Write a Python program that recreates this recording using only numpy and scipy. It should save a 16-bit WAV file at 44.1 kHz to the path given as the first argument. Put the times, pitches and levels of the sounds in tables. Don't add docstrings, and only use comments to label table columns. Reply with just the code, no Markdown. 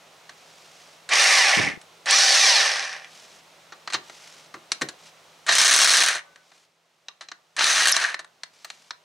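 import sys
import numpy as np
from scipy import signal
from scipy.fft import rfft, irfft
from scipy.io import wavfile
from scipy.ndimage import uniform_filter1d

SR = 44100
rng = np.random.default_rng(int(sys.argv[2]) if len(sys.argv) > 2 else 0)


def waveform_to_disk(signal):
    frames = np.transpose(np.atleast_2d(signal))
    scaled = np.clip(frames, -1, 1) * 32767
    samples = np.round(scaled).astype(np.int16)
    wavfile.write(sys.argv[1], SR, samples)


N = 398663
TIME = np.arange(N) / SR

# (frequency [Hz], level [dB])
AIR_TONE = [(15, -57), (25, -31.5), (86, -14), (156, -8), (260, -10), (567, -1.5), (648, 0), (804, -3),
            (1380, -5), (1570, -8), (2300, -7), (4150, -9), (4620, -11.5), (5880, -11), (15500, -29.5)]
# (time [s], level [dB])
AIR_LEVEL = [(0, -53.5), (5.4, -54.5), (6.35, -60), (6.75, -68), (7.5, -64.5), (9.04, -62.5)]
# (frequency [Hz], level [dB])
AIR_WIDTH = [(100, -19.5), (1000, -1.0), (4000, -1.5), (12000, -10.0)]

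# (time [s], knock [dB], thump [dB], clink [dB], tick [dB],
# time to fade by 60 dB [s], rings most near [Hz])
KNOCKS = [(0.293, -40, -65, -43.5, -57, 0.056, 1950), (1.135, -40, -49, -23, -29.5, 0.015, 4240),
          (1.814, -55, -68, -50, -53, .03, 1930), (2.109, -31, -54, -15, -17.5, 0.021, 5670),
          (3.722, -39.5, -53, -43, -79, 0.063, 1170), (3.875, -28.5, -52, -33.5, -54, 0.036, 1950),
          (3.901, -35, -60, -37, -50, 0.055, 4240), (3.924, -33, -53, -35, -49, 0.053, 1920),
          (3.933, -27.5, -45, -26.5, -35, 0.046, 4020), (3.943, -21, -36.5, -22, -43, 0.067, 4240),
          (4.097, -40, -53, -45.5, -57, 0.025, 1950), (4.541, -36, -41.5, -43, -57, 0.059, 1170),
          (4.718, -27, -44, -21, -30.5, 0.041, 5670), (4.812, -29.5, -36, -38, -43, 0.047, 1560),
          (4.818, -22, -29, -25, -35.5, 0.044, 1580), (4.887, -37.5, -46.5, -34, -42, 0.041, 1560),
          (5.491, -9.5, -36, -10, -27.5, 0.056, 1780), (6.154, -30, -50, -46, -36.5, 0.033, 1550),
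          (6.359, -48.5, -70.5, -53, -63, 0.023, 1546), (6.517, -49, -68, -56, -76, 0.036, 1750),
          (7.084, -41, -61, -35, -80, 0.021, 1180), (7.209, -37.5, -59, -38, -54, 0.11, 1920),
          (7.286, -46.5, -68, -41, -63, .025, 4240), (7.316, -35, -56, -38, -60, 0.032, 4360),
          (7.592, -24.5, -44.5, -22.5, -36.5, 0.038, 1530), (7.608, -18, -44.5, -22, -43, 0.073, 1580),
          (7.642, -28, -44.5, -15.5, -24, 0.018, 5670), (7.965, -20, -43, -17.5, -25, 0.017, 1720),
          (8.143, -26.5, -51, -30.5, -49, 0.024, 1770), (8.192, -34.5, -55.5, -37, -47, 0.051, 1762),
          (8.245, -45, -66, -50, -57, .025, 1567), (8.434, -36, -72, -33.5, -47, 0.023, 4240),
          (8.646, -36.5, -72, -37.5, -46.5, .04, 14530), (8.701, -37.5, -69, -37, -48.5, 0.022, 4240),
          (8.907, -31, -61, -33, -55, 0.024, 4130)]
# (frequency [Hz], level [dB])
STEEL_TONE = [(600, 11.5), (6000, 15.5), (10000, 1.0), (15000, -17)]
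# (frequency [Hz], level [dB])
THUMP_TONE = [(40, -30.5), (90, -11), (160, -2.5), (250, -2.5), (350, 6), (480, -1), (700, -9), (1500, -36)]
# (pitch [Hz], level next to the knock [dB], time to fade by 60 dB [s])
SOCKET_NOTES = [(1167, -0.5, 0.11), (1548, -3, 0.084), (1765, -1.5, .05), (1954, -3.5, .05),
                (4060, -5, .05), (4240, -4, 0.045), (5700, -2, .05), (14530, -12.5, .035)]

# (start [s], swell [s], fade [s], peak level [dB])
RUBS = [(.3, .5, 0.23, -43.5), (3.05, 0.13, 0.25, -39.5), (4.0, 0.23, 0.27, -38.5),
        (4.98, .085, 0.045, -41), (6.42, 0.16, 0.095, -49.5), (8.5, 0.2, 0.25, -45.5)]
# (frequency [Hz], level [dB])
CLOTH_TONE = [(40, -55), (200, -3), (900, -1.5), (2200, 3), (4000, 3.5), (6000, 4), (9000, -6),
              (12000, -14.5), (15500, -35.5)]

# (time [s], held [s], top speed [turns/s], spin-up [s], braking [turns/s per s],
# coasts below [turns/s], on a nut [0 or 1], body [dB], treble [dB], fizz [dB], whine [dB],
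# jingle pitch [Hz], jingle [dB])
PULLS = [(1.09, 0.14, 420.7, .068, 672.6, 56.6, 0, -18, -19, -25.5, -1, 2133, -24.5),
         (2.058, 0.24, 389.4, .055, 648.6, 149.4, 0, -21, -16.5, -26, 1, 1704, -31.5),
         (5.465, 0.48, 274.9, .036, 957.7, 41.1, 1, -21.5, -17.5, -22.5, -1, 1608, -31),
         (7.565, 0.14, 349.5, .05, 659, 34.98, 1, -24, -22, -28, 1.5, 1690, -27.5)]
# (knock [dB], thump [dB], clink [dB], tick [dB], time to fade by 60 dB [s])
SWITCH_CLICK = (-36, -51, -32, -38, 0.1)
# (frequency [Hz], level [dB])
IN_AIR_TONE = [(40, -32.5), (150, -37.5), (280, -20.5), (500, -7), (1400, -2), (3000, 6.5), (6200, 10.5),
               (7300, -4), (10000, -13.5), (12500, -26), (15500, -42.5)]
ON_NUT_TONE = [(40, -24), (150, -17.5), (280, -11), (500, -4), (1400, 5.5), (3000, 5.5), (6200, 14),
               (7300, 0.5), (10000, -6.5), (12500, -20), (15500, -24.5)]
# (pitch [Hz], width [Hz], boost [dB])
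IN_AIR_PEAKS = [(600, 340, 8.5), (782.5, 81, 10.6), (1136, 200, 8.4), (1570, 44, 5.9), (1751, 83, 8.7),
                (1913, 370, 9.2), (2373, 61, 7.1), (2560, 280, 2.4), (3380, 92, 3.1), (3684, 23, 8.5),
                (4320, 1400, 5.5), (5130, 520, 3.2), (5474, 140, 6.3), (5884, 130, 6.4), (8930, 1200, 6.3)]
ON_NUT_PEAKS = [(670, 170, 5.9), (1195, 280, 5.4), (1585, 120, 5.7), (1850, 230, 5.5), (2320, 910, 3.4),
                (2790, 48, 5.8), (3064, 86, 4.9), (3855, 1100, 7.2), (4210, 640, 4.7), (6100, 490, 4),
                (6820, 82, 5.5), (7540, 68, 3.8), (8100, 550, 4.8), (9060, 740, 5.7), (9900, 910, 3.6)]
# (cycles per turn, level in the air [dB], level on a nut [dB])
WHINES = [(4, -15, -26), (6, -21, -28), (8, -13.5, -20), (12, -14, -16), (16, -15.5, -23), (18, -17.5, -25),
          (20, -11.5, -11), (24, -15.5, -17)]
# (frequency [Hz], level [dB])
CASING_TONE = [(300, -28), (600, -7), (1500, -2), (2500, 0), (4200, 5), (5700, 4), (6600, -2), (7500, -20)]
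# (levels off at [turns/s], drop at a tenth of that speed [dB], build-up [s])
GROWTH = [(161.8, 25, .008), (200, 37.5, 0.023), (251, 35.5, 0.043), (100, 30, .008)]
# (swings [1/s], depth in the air [dB], depth on a nut [dB])
SURGE = (40, .6, 1.1)

# (frequency [Hz], level [dB])
GUST_TONE = [(25, -19), (60, -7.5), (120, 3.5), (300, 4.5), (600, -9.5), (2000, -47.5)]

# (time [s], blows [1/s], level [dB])
HAMMERING = [
    [(5.521, 32.8, -25), (5.585, 32, -15.5), (5.69, 30.4, -20), (5.74, 40.8, -13.5), (5.81, 35.6, -15),
     (5.9, 32.6, -16.5), (6.0, 28, -20), (6.085, 46, -19)],
    [(7.855, 30, -20.5), (7.872, 92, -14), (7.897, 91, -21)],
]
# (frequency [Hz], level [dB])
BLOW_TONE = [(40, -40.5), (300, -11), (1500, 3), (4000, -0.5), (6500, 6.5), (9500, -1), (12500, -11.5),
             (15500, -22.5)]
# (pitch [Hz], level [dB], time to fade by 60 dB [s])
WHEEL_NOTES = [(567, -37.5, 1.2), (1170, -31, .7), (1508, -28.5, 0.94), (2051, -31, .6)]
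# (time [s], length [s], first pitch [Hz], last pitch [Hz], level [dB])
SQUEAKS = [(7.917, 0.006, 11200, 10000, -21), (7.924, 0.002, 6240, 4900, 0),
           (7.926, 0.011, 5140, 5350, -14.5)]

# (frequency [Hz], time to fade by 60 dB [s])
ECHO_FADE = [(150, .22), (700, 0.58), (1500, 0.21), (4000, 0.22), (12000, 0.2)]
# (frequency [Hz], level [dB])
ECHO_TONE = [(60, -14), (250, -26.5), (700, -11.5), (2000, -7.5), (5000, -13.5), (12000, -13.5)]

STOP_SPEED = 21.9


def amp(db):
    return 10 ** (np.asarray(db) / 20)


def evened(x):
    return x / np.sqrt(np.mean(x ** 2) + 1e-20)


def read(points, hz):
    row_hz, value = np.transpose(points)
    return np.interp(np.log(hz + 1), np.log(row_hz + 1), value)


def add(mix, s, sound):
    part = mix[max(round(s * SR), 0):][:len(sound)]
    part += sound[:len(part)]


def wander(count, per_s):
    targets = rng.standard_normal(8192)
    return evened(np.interp(np.arange(count) * per_s / SR, np.arange(len(targets)), targets))


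def boost_db(peaks, hz):
    return sum(db / (1 + (2 * (hz - pitch) / width) ** 2) for pitch, width, db in peaks)


def colour(x, tone, peaks=(), size=4096):
    hz = abs(np.fft.fftfreq(size, 1 / SR))
    gain = amp(read(tone, hz) + boost_db(peaks, hz))
    spectrum = np.exp(np.conj(signal.hilbert(np.log(gain))))
    response = np.fft.ifft(spectrum).real
    return signal.oaconvolve(x, response[:size // 2])[:len(x)]


def band(x, low_hz, high_hz, order=3):
    return signal.sosfilt(signal.butter(order, [low_hz, high_hz], "band", fs=SR, output="sos"), x)


def burst(fade_s, size=6000, rise_s=0.00018):
    t = np.arange(size) / SR
    return rng.standard_normal(size) * (1 - np.exp(-t / rise_s)) * amp(-60 * t / fade_s)


def hit_level(x, db):
    return amp(db) * x / np.sqrt(np.sum(x ** 2) / (SR / 100))


def outdoors(hum_hz=163, hum_db=-18, side_db=-6, lean_db=0.4):
    middle = evened(colour(rng.standard_normal(N), AIR_TONE))
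    side = evened(colour(rng.standard_normal(N), AIR_TONE))
    side = colour(side, AIR_WIDTH) * amp(side_db)
    hum_gain = amp(hum_db + wander(N, 20))
    hum = hum_gain * evened(np.sin(2 * np.pi * hum_hz * TIME + .4 * wander(N, 5.2)))
    ears = np.array([middle + side + hum, middle - side + hum]) * amp([[-lean_db], [lean_db]])
    return ears * amp(np.interp(TIME, *np.transpose(AIR_LEVEL)))


def knock(db, thump_db, clink_db, tick_db, fade_s, struck_hz=1750):
    steel = colour(burst(fade_s), STEEL_TONE, ON_NUT_PEAKS)
    t = np.arange(len(steel)) / SR
    thump = colour(burst(fade_s * 3.6), THUMP_TONE)
    parts = [(thump, thump_db), (band(steel, 650, 2000), db),
             (band(steel, 2000, 6600), clink_db), (band(steel, 7200, 11000, order=4), tick_db)]
    for hz, note_db, ring_s in SOCKET_NOTES:
        miss = 1 - np.exp(-(np.log(hz / struck_hz) / .033) ** 2)
        loss_db = 18.5 * miss + 4.5 * abs(np.log2(hz / struck_hz))
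        ring = np.sin(2 * np.pi * hz * t + wander(len(t), 600)) * amp(-60 * t / ring_s)
        parts.append((band(ring, 500, 16000), db + note_db - loss_db))
    return sum(hit_level(part, level_db) for part, level_db in parts)


def socket_knocks(knock_trim_db=-3, thump_trim_db=-1):
    out = np.zeros(N)
    for s, db, thump_db, *rest in KNOCKS:
        add(out, s, knock(db + knock_trim_db, thump_db + thump_trim_db, *rest))
    return out


def glove_rustle(trim_db=-10.5, grain_db=2, edge_db=-6):
    level = np.zeros(N)
    for s, swell, fade, db in RUBS:
        t = np.arange(0, swell + fade, 1 / SR)
        arch_db = np.interp(t, [0, swell, swell + fade], [edge_db, 0, edge_db])
        add(level, s, amp(db + arch_db + trim_db) * signal.windows.tukey(len(t), .25))
    grains = rng.standard_normal(N) * amp(grain_db * wander(N, 210))
    return level * evened(colour(grains, CLOTH_TONE))


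def motor_speed(held_s, top_speed, spin_up_s, braking, coast_speed):
    driven = top_speed * (1 - np.exp(-np.arange(1, held_s * SR) / SR / spin_up_s))
    braked = driven[-1] - braking * np.arange(SR) / SR
    coasting = coast_speed * np.exp(np.minimum(braked / coast_speed - 1, 0))
    slowing = np.where(braked > coast_speed, braked, coasting)
    return np.concatenate([np.maximum(driven, STOP_SPEED), slowing[slowing > STOP_SPEED]])


def gear_rattle(turns, speed, chatter_db=1, uneven_db=4, chatter_s=.001, flutter_db=.66):
    count = len(turns)
    teeth = np.diff(np.floor(4 * turns), prepend=0)
    clicks = teeth * amp(uneven_db * np.clip(wander(count, 1500), -2, 2)) / np.sqrt(speed)
    energy = signal.lfilter([1], [1, -np.exp(-1 / (chatter_s * SR))], clicks ** 2)
    chatter = evened(np.sqrt(energy) * rng.standard_normal(count))
    hiss = rng.standard_normal(count)
    return evened(amp(chatter_db) * chatter + hiss) * amp(flutter_db * wander(count, 220))


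def gear_whine(turns, speed, on_nut, whine_db, peaks, best_speed=235, speed_range=90):
    singing = np.exp(-((speed - best_speed) / speed_range) ** 2)
    strength = (.66 + .34 * singing) * np.minimum(speed / best_speed, 1)
    out = np.zeros(len(turns))
    for per_turn, air_db, nut_db in WHINES:
        hz = per_turn * speed
        db = whine_db + (nut_db if on_nut else air_db) + read(CASING_TONE, hz) + .3 * boost_db(peaks, hz)
        gain = amp(db + 3 * wander(len(turns), 70))
        out += gain * np.sin(2 * np.pi * per_turn * turns + .33 * wander(len(turns), 150))
    return strength * out


def socket_jingle(count, hz, width_hz=330, uneven_db=5.5):
    shaking = rng.standard_normal(count) * amp(uneven_db * wander(count, 120))
    return evened(band(shaking, hz - width_hz / 2, hz + width_hz / 2, order=2))


def split_in_three(x):
    spectrum, hz = rfft(x, 2 * SR), np.fft.rfftfreq(2 * SR, 1 / SR)
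    over_3k = 1 / (1 + (3000 / (hz + 1)) ** 12)
    over_7k = 1 / (1 + (7000 / (hz + 1)) ** 16)
    shares = (1 - over_3k, over_3k - over_7k, over_7k)
    return [evened(irfft(spectrum * share)[:len(x)]) for share in shares]


def growth(t, speed, full_speed, drop_db, build_up_s):
    moving = np.sqrt(np.clip(speed / STOP_SPEED - 1, 0, 1))
    slow_db = -drop_db * np.log10(1 + (full_speed / speed) ** 4) / 4
    return moving * (1 - np.exp(-t / build_up_s)) * amp(slow_db)


def motor(speed, on_nut, body_db, treble_db, fizz_db, whine_db, jingle_hz, jingle_db):
    count = len(speed)
    t = np.arange(count) / SR
    turns = np.cumsum(speed * (1 + .004 * wander(count, 250))) / SR
    tone, peaks = (ON_NUT_TONE, ON_NUT_PEAKS) if on_nut else (IN_AIR_TONE, IN_AIR_PEAKS)
    rattle = evened(colour(gear_rattle(turns, speed), tone, peaks))
    whine = gear_whine(turns, speed, on_nut, whine_db, peaks)
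    parts = split_in_three(rattle + whine) + [socket_jingle(count, jingle_hz)]
    levels = (body_db, treble_db, fizz_db, jingle_db)
    effort = speed + 54.2 * np.exp(-t / .0067)
    out = sum(part * amp(db) * growth(t, effort, *row) for part, db, row in zip(parts, levels, GROWTH))
    per_s, air_db, nut_db = SURGE
    surge = amp((nut_db if on_nut else air_db) * wander(count, per_s))
    return out * surge * signal.windows.tukey(count, .01)


def wrench(motor_db=-1.5):
    out = np.zeros(N)
    for s, held_s, top_speed, spin_up_s, braking, coast_speed, on_nut, *voice in PULLS:
        speed = motor_speed(held_s, top_speed, spin_up_s, braking, coast_speed)
        add(out, s, motor(speed, on_nut, *voice) * amp(motor_db))
        add(out, s, knock(*SWITCH_CLICK))
    return out * hammer_flight()


def gust(start_s=1.565, length_s=.22, rise_s=.0098, db=-23, fade_db_per_s=111, lumps_db=5.5):
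    out, t = np.zeros(N), np.arange(0, length_s, 1 / SR)
    lumps = rng.standard_normal(len(t)) * amp(lumps_db * wander(len(t), 70))
    level = np.minimum(t / rise_s, 1) * amp(db - fade_db_per_s * t) * signal.windows.tukey(len(t), .1)
    add(out, start_s, level * evened(colour(lumps, GUST_TONE)))
    return out


def blows():
    rows = []
    for bout in HAMMERING:
        s, rate, db = np.transpose(bout)
        t = np.arange(s[0], s[-1], 1 / SR)
        slips = np.floor(np.cumsum(np.interp(t, s, rate)) / SR)
        rows += [(at, np.interp(at, s, db)) for at in t[np.diff(slips, prepend=-1) > 0]]
    return rows


def hammer_flight(dip=.8, length_s=.005, lead_s=.0045):
    gain = np.ones(N)
    for s, _ in blows():
        add(gain, s - lead_s, -dip * signal.windows.tukey(int(length_s * SR), .6))
    return gain


def hammer(fade_s=0.034, crack_db=-1, ring_db=-2, uneven_db=1.5):
    out, t = np.zeros(N), np.arange(SR // 2) / SR
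    for s, db in blows():
        crack = colour(burst(fade_s), BLOW_TONE, ON_NUT_PEAKS)
        add(out, s, hit_level(crack, db + crack_db - uneven_db * rng.standard_normal()))
        for hz, note_db, ring_s in WHEEL_NOTES:
            note = np.sin(2 * np.pi * (hz * t + rng.random()) + .5 * wander(len(t), 40))
            add(out, s, note * amp(db + ring_db + note_db - 60 * t / ring_s))
    return out


def nut_squeaks():
    out = np.zeros(N)
    for s, length_s, first_hz, last_hz, db in SQUEAKS:
        hz = np.linspace(first_hz, last_hz, int(length_s * SR))
        tone = np.sin(2 * np.pi * np.cumsum(hz) / SR + wander(len(hz), 810))
        add(out, s, amp(db) * evened(tone * signal.windows.tukey(len(hz), .5)))
    return out


def yard_echoes(x, size=16384, density=.12, gap_s=.0015):
    signs = rng.choice([-1., 1.], (2, size))
    bounces = signs * (rng.random((2, size)) < density) * (np.arange(size) > SR * gap_s)
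    hz, t, spectra = signal.stft(bounces, SR, nperseg=256)
    fade = amp(-60 * t / read(ECHO_FADE, hz)[:, None])
    fade *= amp(read(ECHO_TONE, hz))[:, None] / np.sqrt(np.mean(fade ** 2, axis=1, keepdims=True))
    tail = signal.istft(spectra * fade, SR, nperseg=256)[1] / np.linalg.norm(bounces[0])
    return signal.fftconvolve(x[None], band(tail, 160, 16000, order=2), axes=1)[:, :N]


def scene():
    near = wrench() + hammer() + socket_knocks() + nut_squeaks() + glove_rustle()
    left_db = np.interp(TIME, [2.6, 3.6], [-1.1, .4])
    direct = near * amp(np.array([left_db, -left_db]) / 2)
    return direct + yard_echoes(near) + outdoors() + np.array([gust(), gust()])


def record(dry, limit_db=-13, recovery_db_per_s=500, ceiling=.68, top_hz=15900):
    power = uniform_filter1d((dry ** 2).mean(0), size=64)
    power_db = 10 * np.log10(abs(power) + 1e-12)
    fall_db = TIME * recovery_db_per_s
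    held_db = np.maximum.accumulate(power_db + fall_db) - fall_db
    over_db = np.maximum(held_db - limit_db, 0)
    ducked = dry / amp(.75 * uniform_filter1d(over_db, size=32))
    rounded = ducked / (1 + (ducked / ceiling) ** 4) ** (1 / 4)
    treble_cut = signal.firwin(255, top_hz, window=("kaiser", 8), fs=SR)
    return signal.oaconvolve(rounded, treble_cut[None], "same")


dry = scene()
out = record(dry)
waveform_to_disk(out)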